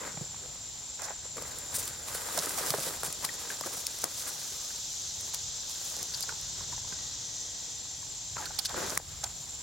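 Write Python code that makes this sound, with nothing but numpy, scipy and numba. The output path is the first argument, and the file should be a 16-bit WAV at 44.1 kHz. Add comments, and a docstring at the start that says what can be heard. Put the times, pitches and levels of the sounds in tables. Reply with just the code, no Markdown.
"""A summer pine wood at ground level: a hand rakes dry needles and brush close to a camera.
Random ticks and taps ring needles and twigs; noise bursts make snaps and knocks, bent stems creak in falling tones.
The zoom motor hums for about a second. Crickets trill high, far cicadas hiss, nearer ones swell and fade:
all are fast clicks that ring or are filtered. A breeze rumbles over the microphone's own soft, steady noise.
The camera's gain control turns the sound down after loud peaks, then lets it creep back."""
import sys
import numpy as np
from scipy import signal
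from scipy.fft import rfft, irfft
from scipy.io import wavfile
from scipy.ndimage import uniform_filter1d
from numba import njit

SR = 44100
rng = np.random.default_rng(int(sys.argv[2]) if len(sys.argv) > 2 else 0)


def generate_wav(signal):
    """Clip the signal to [-1, 1] and save it as 16-bit WAV at the path in sys.argv[1]."""
    frames = np.transpose(np.atleast_2d(signal))
    scaled = np.clip(frames, -1, 1) * 32767
    pcm = np.round(scaled).astype(np.int16)
    wavfile.write(sys.argv[1], SR, pcm)


N = 424241

# Strokes of the hand: (start [s], length [s], needles [dB], brush [dB], thick stems relative to brush [dB])
HAND_STROKES = [(0, 0.088, -55, -45.5, -2.5), (0.198, 0.024, -58, -66, 14.5), (0.414, 0.036, -70, -64, 12),
                (.98, 0.13, -57, -46, -7.5), (1.22, 0.04, -62, -53.5, 1), (1.354, 0.053, -50, -51.5, 5.5),
                (1.71, 0.17, -43.5, -49.5, -2), (2.057, 0.15, -43.5, -46.5, -6),
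                (2.358, 0.11, -38, -42, 0.5), (2.566, 0.21, -40, -42, -6), (3.025, 0.043, -41, -44, -6),
                (3.218, 0.038, -39, -42, -8), (3.38, .04, -47, -52, -6), (3.49, 0.027, -42, -43, -4),
                (3.644, 0.02, -40, -44, 0.5), (3.714, 0.025, -40.5, -46.5, 0),
                (3.777, 0.017, -41, -56, -13), (4.027, 0.015, -38, -39, -1), (4.16, 0.072, -42, -52, -6),
                (4.257, 0.021, -42, -42.5, -4), (5.183, 0.11, -51, -56.5, -1), (5.325, .03, -49, -54, -13),
                (5.68, 0.018, -45, -56, -13), (5.968, 0.045, -57, -51.5, -2),
                (6.12, 0.079, -49, -51.5, -16), (6.275, 0.019, -55, -45.5, -7),
                (6.554, 0.067, -58, -53, -5), (6.706, 0.018, -56, -54, -5), (6.898, 0.029, -68, -52, -1),
                (6.98, .03, -63, -56, -10), (8.352, 0.092, -56, -45, -10), (8.58, .03, -47, -57, -16),
                (8.677, 0.032, -52, -42, -14), (8.72, 0.02, -54, -47, 3), (8.751, 0.096, -46, -37.5, -2),
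                (8.851, .11, -44, -44, -0.5), (9.224, 0.017, -54, -46.5, -14), (9.356, .08, -67, -74, -5)]
STROKE_ATTACK_S, STROKE_RELEASE_DB_PER_S = 0.016, 269
# Background stirring of the litter by the hand, between and under the strokes:
# (time [s], needles [dB], brush [dB])
LITTER_STIR = [(0, -54, -47.5), (.27, -58.5, -57), (.9, -60, -59.5), (1.33, -62, -61), (1.46, -50.5, -49),
               (2.0, -50.5, -53), (2.3, -40.5, -44.5), (2.87, -33.5, -39.5), (3.0, -47.5, -50.5),
               (3.6, -48.5, -52), (4.1, -45.5, -54), (4.55, -46, -54), (4.9, -52, -58.5), (5.6, -56, -59),
               (5.87, -44.5, -53.5), (6.1, -52, -56), (6.7, -56, -57), (7.2, -58.5, -59),
               (8.0, -57.5, -60.5), (8.33, -58, -62), (8.5, -55.5, -53.5), (9.0, -54, -58.5),
               (9.62, -56.5, -59)]
STIR_STEMS_DB = -3  # thick stems relative to the brush
# Tone colour of the ticking needles: (frequency [Hz], level [dB])
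NEEDLE_COLOUR = [(1500, -20.5), (2700, -3.5), (4000, -1), (6000, 1), (9000, 0.5), (12000, -4.5),
                 (16000, -25)]
# Ringing tones of thin twigs: (frequency [Hz], level [dB])
TWIG_MODES = [(620, -2), (780, -1.5), (960, -1.5), (1200, -0.5), (1500, 0), (1850, -4.5), (2300, -9)]
# Ringing tones of thick stems: (frequency [Hz], level [dB])
STEM_MODES = [(150, -8.5), (210, -7.5), (290, -5), (380, -2), (480, 0), (560, -5.5)]

# Single needles breaking:
# (time [s], crack peak [dB], ring relative to crack [dB], ring frequency [Hz], left minus right [dB])
NEEDLE_SNAPS = [(1.019, -32.5, 1, 6220, -15), (1.369, -34, 0, 5710, -5.5), (1.422, -30, -3, 5790, -6),
                (1.586, -26.5, -22, 5480, -.5), (1.7438, -21.5, -16, 4140, 2), (1.7504, -18, -16, 6800, 1),
                (1.7853, -27, -16, 6780, 1.5), (1.829, -28, -3.5, 5950, 2), (1.854, -29, -16, 5760, 1),
                (1.877, -22, -13, 4620, .5), (2.147, -23.5, -8, 4270, .5), (2.376, -18, -13, 5760, -9),
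                (2.4249, -25, -1, 3670, -1), (2.4319, -26, -8, 6350, .5), (2.458, -18, -17, 5830, 0),
                (2.4927, -20, -18, 4580, 1.5), (2.576, -21, -17, 5650, -4), (2.7043, -12, -2, 4950, -3.5),
                (2.793, -23, 1, 6460, -1), (2.8489, -36, -17, 6460, -14), (3.033, -21, -21, 5630, 1),
                (3.044, -23, -19, 3960, 2), (3.049, -18.5, -18, 5490, 1), (3.0594, -24, -16, 6500, 0),
                (3.1263, -20.5, -17, 6000, 0), (3.249, -18, -9, 4900, -11), (3.3403, -28, -13, 5680, 1),
                (3.61, -25, -1, 5570, .5), (3.6614, -29, -11, 6430, .5), (3.7678, -29, -14, 6490, .5),
                (3.8672, -17.5, -0.5, 5160, 4), (3.9867, -26, -19, 5920, 0), (4.0178, -28, -6, 6500, -1),
                (4.041, -11, -13, 6030, 10), (4.2767, -26, -16, 4090, -.5), (4.3, -30, -12, 7500, 0),
                (5.2096, -28, -11, 6410, 1), (5.3448, -23, -8, 5900, 8), (5.696, -31, -.5, 6160, -3),
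                (5.8895, -32, -8, 5860, -3), (5.8994, -27, -6, 6420, -2.5), (5.9653, -28, -3, 5860, -1.5),
                (5.9893, -30, -4, 6340, -1.5), (6.0284, -21, -2, 6440, .5), (6.1459, -31, 8.5, 4630, -3),
                (6.1734, -31, -6, 6710, -2), (6.2066, -22, -11, 5170, -11), (6.2257, -27, -2, 6340, -15),
                (6.2916, -34, -4, 6460, -9), (6.412, -30.5, -7, 6410, -8), (8.4555, -33, 6, 4340, -9),
                (8.5888, -18, -1, 5040, 7), (8.6507, -29, -2.5, 4000, -2), (8.657, -26, 6, 5000, 9),
                (8.6926, -31, 3, 4220, -10), (8.8628, -32, -3.5, 6530, -1), (8.8967, -28, .5, 6460, -4),
                (8.903, -30.5, 3, 5500, -13), (8.9516, -29, -11, 6510, -1.5),
                (8.9754, -11.5, -10, 6940, -8), (9.2396, -31, 7, 6040, -17)]
# Needles crushed in a bunch: (time [s], crack peak [dB], ring relative to crack [dB], ring frequency [Hz],
# left minus right [dB], length [ms], ring's time to fall 60 dB [ms])
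NEEDLE_CRUNCHES = [(1.017, -38.5, 5, 5750, -14, 55, 0.78), (1.742, -21, -23, 6000, 2, 38, 1.1),
                   (1.78, -24.5, -21, 6000, 1, 34, 1.1), (2.14, -26.5, -9, 4500, 0, 28, 1.1),
                   (2.388, -25, 11, 5960, -7, 4.6, 0.71), (2.394, -27, 7, 5600, 0, 4.2, 0.94),
                   (3.045, -28, -17, 5500, 1, 41, 1.1), (3.2427, -21, -2, 4950, 9, 15, 0.7),
                   (3.66, -33, -6, 6000, 0, 22, 1.1), (3.765, -31, -10, 6000, 0, 20, 1.1),
                   (4.268, -29, -9, 4200, 0, 35, 0.91), (5.333, -29, 2, 4030, 0, 23, 0.58),
                   (6.136, -43, 16.5, 4700, 7, 18, 5.1), (6.224, -32, 3, 4850, 12, 16, 5),
                   (8.455, -38.5, 9, 4400, -2, 12, 3), (8.585, -25.5, 4.5, 4600, -12, 18, 1),
                   (8.646, -28.5, 10.5, 4800, -3, 28, 0.7), (9.235, -32.5, 6.5, 5460, 10, 14, 0.71)]
# Twigs hitting twigs: (time [s], wood peak [dB], wood frequency [Hz], camera thump relative to wood [dB],
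# left minus right [dB], time for the noise puff to fall 60 dB [ms])
TWIG_KNOCKS = [(0.095, -37, 907, -20, 1.5, 20), (0.141, -41, 439, 0, 3, 25), (0.172, -33, 651, -4, -5, 20),
               (0.211, -37, 358, 5, -5, 25), (0.343, -40, 970, -22, 0, 20), (1.021, -36, 710, -36, -5, 59),
               (1.084, -33, 900, -30, -4, 46), (1.105, -30.5, 650, -29, -5, 39),
               (1.369, -36, 480, -20, 2, 22), (1.38, -30, 460, -18, 0, 38), (1.42, -36, 480, -18, 2, 25),
               (1.451, -39, 1220, -27, -2, 27), (1.744, -36, 1660, -26, 10, 32),
               (1.781, -37, 466, -24, 3.0, 31), (2.1, -41, 541, -24, 1.5, 23),
               (2.149, -31, 476, -34, -1, 16), (2.286, -33.5, 920, -28, 2.0, 25),
               (2.374, -21, 600, -18, 0.5, 76), (2.423, -27, 1360, -24, 0, 25),
               (2.469, -29, 1270, -31, -1, 25), (2.578, -29.5, 870, -25, 0, 31),
               (2.608, -30, 543, -24, 1.0, 20), (2.704, -25, 1200, -7.5, 12, 12),
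               (2.738, -15.5, 420, -20, 0.5, 48), (2.782, -25.5, 563, -7, 0, 57),
               (2.864, -28.5, 490, -11, 0, 100), (2.908, -32.5, 511, -22, 0, 25),
               (3.0315, -32, 1370, -31.5, 1.0, 35), (3.032, -28, 480, -23, 1, 17),
               (3.078, -37, 353, -5, 4, 28), (3.245, -32.5, 800, -14, 4, 16),
               (3.246, -34, 1890, -24, 5, 25), (3.289, -31.5, 1890, -25, 11, 25),
               (3.45, -39, 974, -19, 1.0, 25), (3.502, -29, 1670, -26, 2.0, 28),
               (3.61, -27.5, 590, -20, 2.0, 12), (3.636, -33, 1220, -23, 2.0, 25),
               (3.66, -32.5, 447, -25, 0, 33), (3.671, -33, 590, -20, 1, 30), (3.706, -39, 743, -21, 0, 25),
               (3.77, -37, 710, -14, 2.0, 30), (4.039, -25.5, 674, -18, -8, 67),
               (4.274, -37, 1250, -26, 1.0, 25), (4.704, -39.5, 1510, -20, 0.5, 35),
               (5.338, -38, 940, -32, 0.5, 28), (5.968, -38, 487, -22.5, -1, 27),
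               (6.028, -40, 474, -20, 0.0, 16), (6.237, -39, 825, -22, -9, 50),
               (6.291, -29.5, 1380, -23, -9, 25), (6.322, -37, 845, -18, -8, 20),
               (6.605, -40, 1010, -4, 3, 22), (6.723, -37, 945, -14, 3, 46),
               (6.777, -37.5, 915, -18, 3, 34), (6.846, -42, 1000, -15, -0.5, 28),
               (6.923, -37.5, 1480, -8, -10, 38), (8.026, -42.5, 991, -24, 8, 33),
               (8.367, -29, 980, -15, 4, 9.2), (8.418, -39, 1550, -25, 0, 20),
               (8.441, -38, 1580, -19, 1, 25), (8.459, -44, 1520, -22, -14, 30),
               (8.505, -37, 815, -21, -7, 40), (8.587, -33.5, 795, -17, -8, 89),
               (8.652, -36, 1560, -21, -7, 37), (8.707, -32, 820, -23, -3, 44),
               (8.743, -28.5, 549, -13, -2, 24), (8.778, -31, 585, -18, -2, 7.8),
               (8.92, -30.5, 608, -20, -1, 35), (8.974, -20.5, 1050, -19, 7, 10),
               (8.998, -32, 440, -23, 1.5, 20), (9.235, -30.5, 830, -33, -7, 65)]
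# The broad, dull blow in each knock; its level is relative to the wood
BLOW_DB, BLOW_HZ, BLOW_T60_S, BLOW_LAG_S = -4.5, 740, 0.0029, 0.001524
# A bent stem sliding: (time [s], level [dB], first frequency [Hz], last frequency [Hz], length [ms])
STEM_CREAKS = [(8.368, -43, 1560, 1300, 26), (8.385, -42, 960, 780, 46), (8.456, -42, 1540, 1500, 18)]

# Tones of the lens motor: (frequency [Hz], average level before wavering [dB])
MOTOR_TONES = [(301.5, -70.5), (479, -70.5), (899, -72), (1918, -68.5)]
MOTOR_ON_S, MOTOR_OFF_S = 6.93, 8.03

# Swelling and fading of the near cicadas: (time [s], level [dB])
NEAR_CICADA_LEVEL = [(0, -54), (3.2, -57), (3.7, -49.5), (4.4, -44), (5.2, -42.5), (5.8, -44.5),
                     (6.6, -44.5), (7.5, -41.5), (7.9, -47.5), (8.5, -45.5), (8.9, -56), (9.62, -52)]
# Ringing tones of a cicada's hollow body: (frequency [Hz], time to fall 60 dB [s], level [dB])
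CICADA_BODY_MODES = [(3300, .02, -16), (3650, .02, -13), (4100, .02, -14), (4370, .02, -15),
                     (4940, .05, -14), (5200, .015, -11), (5410, .015, -9), (5865, .06, -7),
                     (6100, .004, -1), (6380, .015, -5), (6600, .004, -2), (8120, .012, -13)]
# Levels of the insect choirs: (time [s], crickets [dB], far cicadas [dB])
CHOIR_LEVELS = [(0, -43, -48), (1.1, -43.5, -46.5), (2.1, -44, -47.5), (2.7, -43.5, -45), (3.3, -43.5, -44),
                (4.2, -46, -43.5), (4.8, -44, -41.5), (6.0, -44, -41), (6.6, -43.5, -41),
                (7.15, -46.5, -42.5), (7.6, -44, -44), (8.5, -45, -44.5), (8.85, -42.5, -40),
                (9.0, -46.5, -47), (9.62, -43, -46.5)]
# One row for each singing cricket: (wing frequency [Hz], time to fall 60 dB [s], level [dB])
CRICKET_WINGS = [(7230, 0.0097, 1.5), (7200, 0.0095, -3.5), (7510, 0.0099, -2), (6960, 0.0083, -6),
                 (7500, 0.019, -6.5)]
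TRILL_HZ, TRILL_DEPTH = 20.05, 0.42
# Tone colour of the far cicadas: (frequency [Hz], level [dB])
FAR_CICADA_COLOUR = [(2200, -20.5), (2800, -8), (3500, 0), (4200, 0.5), (4800, -1), (6000, 3), (7000, 0),
                     (8400, -13), (8900, -42), (11000, -32)]

# Breeze on the microphone: (time [s], level [dB])
BREEZE_LEVEL = [(0, -53), (.9, -58.5), (1.6, -54), (2.9, -54.5), (3.7, -58), (4.7, -58), (6.1, -55),
                (6.55, -53.5), (6.8, -51.5), (7.6, -58.5), (8.6, -51), (9.62, -55.5)]
# Tone colour of the breeze: (frequency [Hz], level [dB])
BREEZE_COLOUR = [(15, -72), (30, -3), (60, -2), (100, 0.5), (160, -5.5), (240, -18), (400, -52)]
# Tone colour of the microphone's own noise: (frequency [Hz], level [dB])
MIC_NOISE_COLOUR = [(150, -18), (250, 2), (480, -10.5), (750, 0.5), (950, 0.5), (1300, -24), (2000, -5.5),
                    (3000, -2), (9000, -40), (16000, -73)]
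MIC_NOISE_DB = -56.5

DIP_HZ, DIP_WIDTH_HZ, DIP_SHARE = 2790, 710, 0.26  # hollow in the microphone's response
TOP_HZ = 15900  # the microphone path passes nothing much above this


def rake():
    """Countless needles slip and tick; twigs and stems drag and ring dully, all in quick fits."""
    needle_gain, brush_gain, stem_gain = strokes()
    fits = undb(2.27 * walk(90))
    ticks = clicks(3000, 2.8, .4) * fits
    # the finest ticks come from all round the microphone, a little more from the right
    high_pass = signal.butter(2, 10500, "high", fs=SR, output="sos")
    fine = signal.sosfilt(high_pass, clicks(4000, 2.0, 1.12) * fits)
    needles = colour(ticks, NEEDLE_COLOUR) + sides(-1.6, -0.7) * unit(fine)
    taps = unit(clicks(600, 3.5, .3))
    twigs = brush_gain * rubbed(TWIG_MODES, taps, 0.0085)
    stems = stem_gain * rubbed(STEM_MODES, taps, 0.018)
    # the wood follows the fits much less than the needles do
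    return needle_gain * needles + sides(0., 1.4) * fits ** 0.21 * (twigs + stems)


def strokes():
    """Gains of needles, brush, stems: strokes rise, hold and die over a rising and falling stirring."""
    t = np.arange(N) / SR
    needles_db, brush_db = curves(LITTER_STIR)
    power = undb(np.array([needles_db, brush_db, brush_db + STIR_STEMS_DB])) ** 2
    for s, length, needles_db, brush_db, stems_db in HAND_STROKES:
        i, j = int(s * SR), int((s + length + .4) * SR)  # leaves room to die away
        age = t[i:j] - s
        rise = np.clip(age / STROKE_ATTACK_S, 0, 1)
        fall = undb(-STROKE_RELEASE_DB_PER_S * np.maximum(age - length, 0))
        levels = undb([[needles_db], [brush_db], [brush_db + stems_db]])
        power[:, i:j] += (levels * rise * fall) ** 2
    return np.sqrt(power)


def rubbed(modes, taps, t60):
    """Each ringing tone of the wood answers the shared taps and a scrape of its own."""
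    out = 0
    for hz, db in modes:
        scrape = taps + 0.93 * unit(clicks(2000, 0.68, 0.62))
        tone = unit(ring(ring(scrape, hz, t60), hz, t60 / 4))
        out = out + undb(db + 3.0 * walk(30)) * tone
    return unit(out)


def snaps():
    """Single needles break at once; bunches give way in a short swell of noise."""
    out = np.zeros((2, N))
    for s, db, ring_db, hz, pan_db in NEEDLE_SNAPS:
        burst = fading(12, 0.56)
        add(out, s, needle(burst, db, ring_db, hz, pan_db, 1.0))
    for s, db, ring_db, hz, pan_db, length_ms, ring_ms in NEEDLE_CRUNCHES:
        swell = np.sin(np.pi * progress(length_ms))
        burst = rng.standard_normal(len(swell)) * swell
        add(out, s, needle(burst, db, ring_db, hz, pan_db, ring_ms))
    return out


def needle(burst, db, ring_db, hz, pan_db, ring_ms):
    """A noise burst excites a bright, very short crack and the brief ring of the needle."""
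    crack = ring(burst, 8740.0, 0.00062) + .5 * ring(burst, 16000.0, 0.00023)
    body = ring(ring(burst, hz, ring_ms / 1000), hz, ring_ms / 2000)
    return sides(db, pan_db) * (top(crack) + undb(ring_db) * top(body))


def knocks():
    """Twigs hit twigs: a noise puff rings dull wood with an overtone and a low thump on the camera."""
    out = np.zeros((2, N))
    for s, db, hz, thump_db, pan_db, t60_ms in TWIG_KNOCKS:
        puff = fading(t60_ms, 0.39)
        wood = top(ring(puff, hz, 0.016)) + 0.3 * top(ring(puff, 1.65 * hz, 0.0046))
        wood = top(ring(wood, 1.36 * hz, 0.0015))  # soft contact dulls the top
        thump = top(ring(ring(puff, 146.0, 0.039), 119.0, 0.018))
        impulse = signal.unit_impulse(len(puff), int(BLOW_LAG_S * SR))
        blow = top(ring(impulse, BLOW_HZ, BLOW_T60_S))
        knock = wood + undb(BLOW_DB) * blow + undb(thump_db) * thump
        add(out, s, knock * sides(db, pan_db))
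    return out


def creaks():
    """A bent stem sticks and slips: the slips come at a falling, unsteady rate with uneven force."""
    out = np.zeros((2, N))
    for s, db, first_hz, last_hz, length_ms in STEM_CREAKS:
        u = progress(length_ms)
        force, pace = (unit(uniform_filter1d(rng.standard_normal(len(u)), size=120)) for _ in range(2))
        hz = (first_hz + (last_hz - first_hz) * u) * (1 + .05 * pace)
        tone = (1 + .6 * force) * np.sin(2 * np.pi * np.cumsum(hz) / SR)
        swell = np.sqrt(np.abs(np.sin(np.pi * u)))
        add(out, s, sides(db, -1.7) * swell * tone)
    return out


def zoom():
    """The turning lens motor holds a few thin tones that waver in loudness and, together, in pitch."""
    t = np.arange(N) / SR
    on = np.interp(t, [MOTOR_ON_S, MOTOR_ON_S + .02, MOTOR_OFF_S - .02, MOTOR_OFF_S], [0, 1, 1, 0])
    turned_s = np.cumsum(1 + 0.0011 * walk(12)) / SR  # motor time, running slightly fast or slow
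    out = 0
    for hz, db in MOTOR_TONES:
        out = out + undb(db + 3.0 * walk(9.7)) * np.sqrt(2) * np.sin(2 * np.pi * hz * turned_s)
    return on * out


def near_cicadas():
    """Buckling ribs click fast into the hollow body; each of its ringing tones wavers."""
    ribs = clicks(2500, 3.1, 0.23)
    song = 0
    for hz, t60, db in CICADA_BODY_MODES:
        song = song + undb(db + 3.8 * walk(20)) * unit(ring(ring(ribs, hz, t60), hz, t60 / 2))
    return sides(0., 1.5) * undb(curves(NEAR_CICADA_LEVEL)[0]) * unit(song)


def crickets():
    """Wing teeth click and ring each singer's wing; each trill pulses at its own drifting pace."""
    song = 0
    for hz, t60, db in CRICKET_WINGS:
        phase = 2 * np.pi * (rng.random() + np.cumsum(TRILL_HZ + 2.53 * walk(2)) / SR)
        trill = 1 + TRILL_DEPTH * np.sin(phase)
        teeth = trill * clicks(1500, 1.8, 0.49)
        song = song + undb(db) * unit(ring(ring(teeth, hz, t60), hz, t60 / 2))
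    level_db = curves(CHOIR_LEVELS)[0] + 0.8 * walk(6)
    return sides(0., 0.96) * undb(level_db) * unit(song)


def far_cicadas():
    """So many distant clicks overlap that they blur into a coloured hiss."""
    level_db = curves(CHOIR_LEVELS)[1] + 1.1 * walk(10)
    return sides(0., 0.59) * undb(level_db) * colour(clicks(9000, 0.49, 0.48), FAR_CICADA_COLOUR)


def breeze():
    """Moving air on the microphone: dense random clicks filtered to a low, wavering rumble."""
    level_db = curves(BREEZE_LEVEL)[0] + 1.6 * walk(5.3)
    return sides(0., 1.6) * undb(level_db) * colour(clicks(20000, 0.66, 0.26), BREEZE_COLOUR)


def mic_noise():
    """The microphone's own soft, steady noise: dense random clicks, filtered."""
    return undb(MIC_NOISE_DB) * colour(clicks(20000, 0.87, 0.8), MIC_NOISE_COLOUR)


def ring(x, hz, t60):
    """One ringing tone struck by x; it falls 60 dB in t60 seconds."""
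    r = np.exp(-np.log(1000) / (t60 * SR))
    return signal.lfilter([1, 0, -1], [1, -2 * r * np.cos(2 * np.pi * hz / SR), r * r], x)


def clicks(rate, spread_db, width):
    """Random stereo clicks of uneven size: rate a second shared, as many opposite in the two sides."""
    count = int(2 * N * rate / SR)
    size = np.zeros(2 * N)
    strength = undb(spread_db * np.minimum(rng.exponential(1, count), 4))
    size[rng.integers(2 * N, size=count)] = strength * rng.choice([-1, 1], count)
    shared, opposite = size[:N], size[N:]
    return shared + width * opposite * np.array([[1], [-1]])


def fading(t60_ms, rise_ms):
    """Noise that jumps up and dies away, falling 60 dB in t60_ms."""
    ms = np.arange(2500) / SR * 1000
    return rng.standard_normal(len(ms)) * np.minimum(ms / rise_ms, 1) * 1000 ** (-ms / t60_ms)


def progress(length_ms):
    """Goes from 0 to 1 over the length, then stays at 1."""
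    return np.minimum(np.arange(3000) / SR * 1000 / length_ms, 1)


def walk(rate):
    """Smooth random wandering around 0, typically by 0.55, with a new target rate times a second."""
    k = int(SR / rate)
    steps = np.repeat(rng.standard_normal(N // k + 1), k)
    return 0.743 * uniform_filter1d(uniform_filter1d(steps, k), k)[:N]


def colour(x, shape):
    """Filters x to a tone colour without sounding ahead of it, then scales it to rms 1."""
    hz, db = np.transpose(shape)
    bins_hz = np.arange(1025) * SR / 2048
    log_gain = np.interp(np.log(bins_hz + 1), np.log(hz), db) * np.log(10) / 20
    # folding the cepstrum forward in time gives the minimum-phase response
    cepstrum = irfft(log_gain)
    cepstrum[1:1024] *= 2
    cepstrum[1025:] = 0
    response = irfft(np.exp(rfft(cepstrum)))
    return unit(signal.fftconvolve(x, response[None], axes=1)[:, :N])


def curves(table):
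    """Columns of a table, drawn as lines with one value a sample."""
    s, *columns = np.transpose(table)
    return [np.interp(np.arange(N) / SR, s, c) for c in columns]


def undb(db):
    """Gain of a dB value."""
    return 10 ** (np.asarray(db) / 20)


def unit(x):
    """Scaled to rms 1."""
    return x / np.sqrt(np.mean(x ** 2))


def top(x):
    """Scaled to peak 1."""
    return x / np.abs(x).max()


def sides(db, pan_db):
    """Left and right gains, pan_db apart."""
    return undb(db + np.array([[pan_db], [-pan_db]]) / 2)


def add(out, s, x):
    """Mixes x into out at time s."""
    i = max(int(s * SR), 0)
    out[:, i:i + x.shape[1]] += x[:, :N - i]


def scene():
    """Hand, motor, insects, breeze and the microphone's own noise."""
    hand = rake() + snaps() + knocks() + creaks()
    insects = near_cicadas() + crickets() + far_cicadas()
    return hand + zoom() + insects + breeze() + mic_noise()


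@njit
def follow(x, attack, release):
    """Peak follower, quick up and slow down."""
    y, e = np.empty(len(x)), 0.
    for i in range(len(x)):
        e += (x[i] - e) * (attack if x[i] > e else release)
        y[i] = e
    return y


def record(dry):
    """The microphone dips in the upper mids, gain control holds loud peaks down, and the top is cut."""
    hollow = signal.lfilter(*signal.iirpeak(DIP_HZ, DIP_HZ / DIP_WIDTH_HZ, SR), dry)
    heard = dry - DIP_SHARE * hollow
    # attack 0.0021 s, release 0.2 s; peaks over -23 dB are turned down
    peak = follow(np.abs(dry).max(axis=0), 1 / (0.0021 * SR), 1 / (.2 * SR))
    gain = np.minimum(undb(-23) / (peak + 1e-9), 1) ** 0.99
    top_cut = signal.ellip(10, .2, 80, TOP_HZ, fs=SR, output="sos")
    return signal.sosfilt(top_cut, heard * gain)


dry = scene()
out = record(dry)
generate_wav(out)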